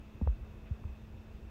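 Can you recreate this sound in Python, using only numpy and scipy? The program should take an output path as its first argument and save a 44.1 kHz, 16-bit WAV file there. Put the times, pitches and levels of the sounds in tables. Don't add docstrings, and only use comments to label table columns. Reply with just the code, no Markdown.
import sys
import numpy as np
from scipy import signal
from scipy.fft import irfft
from scipy.io import wavfile
from scipy.ndimage import uniform_filter1d

SR = 44100
rng = np.random.default_rng(int(sys.argv[2]) if len(sys.argv) > 2 else 0)


def master(y):
    cut = np.clip(np.atleast_2d(y).T, -1, 1)
    pcm = np.round(cut * 32767)
    wavfile.write(sys.argv[1], SR, pcm.astype(np.int16))


N = 66150


def amp(db):
    return 10 ** (np.asarray(db) / 20)


def unit_rms(x):
    return x / np.sqrt(np.mean(x ** 2) + 1e-20)


def log_interp(points, hz):
    points_hz, values = np.transpose(points)
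    return np.interp(np.log(hz + 1), np.log(points_hz + 1), values)


def bell(hz, centre_hz, spread_oct):
    return np.exp(-(np.log2(hz / centre_hz) / spread_oct) ** 2 / 2)


def noise(shape):
    hz = np.fft.rfftfreq(N, 1 / SR)
    phasors = np.exp(2j * np.pi * rng.random(len(hz)))
    return unit_rms(irfft(shape(hz) * phasors, N))


def wander(rate_hz):
    return noise(lambda hz: (hz > 0) * np.exp(-(hz / rate_hz) ** 2))


def tone(hz, drift_hz, db, waver):
    cycles = np.cumsum(hz + drift_hz * wander(rate_hz=5.5)) / SR
    gain = 1 + waver * wander(rate_hz=8)
    return amp(db) * unit_rms(gain * np.sin(2 * np.pi * cycles))


def room(level_db=-49, patch_db=0.95):
    # f/Hz, relative density/dB
    spectrum = [(12, -42.5), (22, -11.5), (34, -0.5), (50, 0.5), (80, 0), (105, -3.5), (150, -12.5),
                (200, -14.5), (260, -18.5), (330, -17), (450, -20), (700, -27), (1000, -28), (1600, -32.5),
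                (2200, -36), (2700, -36), (3100, -39.5), (3600, -40), (4300, -45.5), (6300, -47.5),
                (8500, -54.5), (10500, -59), (12300, -53), (15500, -52.5)]
    steady = noise(lambda hz: amp(log_interp(spectrum, hz)))
    bins = signal.stft(steady, nperseg=512)[2]
    patches = rng.standard_normal(bins.shape)
    for axis in (0, 1):
        patches = uniform_filter1d(patches, size=8, axis=axis)
    uneven = signal.istft(bins * amp(patch_db * unit_rms(patches)), nperseg=512)[1][:N]
    return amp(level_db) * unit_rms(uneven)


def fan():
    # f/Hz, width/Hz, level/dB
    resonances = [(2616, 240, -77.5), (3580, 52, -88)]
    # f/Hz, rms drift/Hz, level/dB
    lines = [(656.6, 2.73, -76.5), (2254, 2.7, -87), (2556, 3.03, -78.5), (2700, 3.3, -86), (2695, 3, -91),
             (2720, 4, -89.5), (3494, 3, -93.5), (3544, 4, -90)]
    air = sum(amp(db) * noise(lambda hz: 1 / (1 + (2 * (hz - centre_hz) / width_hz) ** 2))
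              for centre_hz, width_hz, db in resonances)
    hum = tone(hz=217.2, drift_hz=0.87, db=-59, waver=0.065)
    whine = sum(tone(*line, waver=0.32) for line in lines)
    return hum + whine + air


def rustle(length_s, db):
    swell = np.sin(np.pi * np.arange(0, length_s, 1 / SR) / length_s)
    scrape = noise(lambda hz: bell(hz + 1, centre_hz=1940, spread_oct=0.48))
    return amp(db) * swell * scrape[:len(swell)]


def knock(db, centre_hz, spread_oct, rise_s=0.00024):
    # f/Hz, level/dB, t60/s
    modes = [(512, -0.5, 0.018), (880, -3.5, 0.013), (1160, -5, 0.008), (1560, -9, 0.0032),
             (2040, -16.5, .007)]
    t = np.arange(SR // 10) / SR
    ring = np.zeros(len(t))
    for k, (hz, mode_db, t60_s) in enumerate(modes):
        gain = (-1) ** k * bell(hz, centre_hz, spread_oct) * amp(mode_db)
        decay = np.exp(-np.log(1000) * t / t60_s)
        ring += gain * decay * np.sin(2 * np.pi * hz * t)
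    return amp(db) * (1 - np.exp(-t / rise_s)) * ring


def thump(db, start_hz, end_hz, glide_s, rise_s, length_s):
    t = np.arange(SR // 4) / SR
    hz = end_hz + (start_hz - end_hz) * np.exp(-t / glide_s)
    swell = (1 - np.exp(-t / rise_s)) * np.exp(-(t / length_s) ** 2)
    return amp(db) * swell * np.sin(2 * np.pi * np.cumsum(hz) / SR)


def scene():
    # t/s, level/dB, start f/Hz, end f/Hz, glide/s, rise/s, length/s
    thumps = [(0.2135, -23, 270, 193.4, 0.0033, 0.0041, 0.0093),
              (0.2205, -20.5, 75.4, 69.4, 0.01, 0.0078, 0.026),
              (0.2645, -20, 91.6, 32.3, 0.043, 0.0099, 0.058),
              (0.409, -36.5, 65.5, 57, 0.019, 0.0057, 0.036),
              (0.7075, -25.5, 173, 54.3, 0.0089, 0.0059, 0.029),
              (0.8490, -30.5, 136, 55, 0.011, 0.0036, 0.028),
              (0.882, -38.5, 66.8, 42.6, 0.15, 0.0033, 0.067), (1.347, -36, 73, 60, .02, 0.0017, 0.017)]
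    # t/s, level/dB, favoured f/Hz, spread/oct
    knocks = [(0.2128, -35, 650, 0.7), (0.2222, -45.5, 850, 0.77), (0.2695, -44.5, 620, .7),
              (0.2737, -27, 850, 1.6), (0.8396, -39.5, 1200, 0.45)]
    # t/s, length/s, level/dB
    rustles = [(0.138, 0.015, -69), (0.645, 0.055, -66.5)]
    mix = room() + fan()
    for events, source in ((thumps, thump), (knocks, knock), (rustles, rustle)):
        for start_s, *settings in events:
            sound = source(*settings)
            span = mix[round(start_s * SR):][:len(sound)]
            span += sound[:len(span)]
    return mix[None]


def record(dry):
    cutoff_hz = 15800
    lowpass = signal.firwin(1023, cutoff_hz, window=("kaiser", 9), fs=SR)
    return signal.oaconvolve(dry, lowpass[None], "same")


dry = scene()
out = record(dry)
master(out)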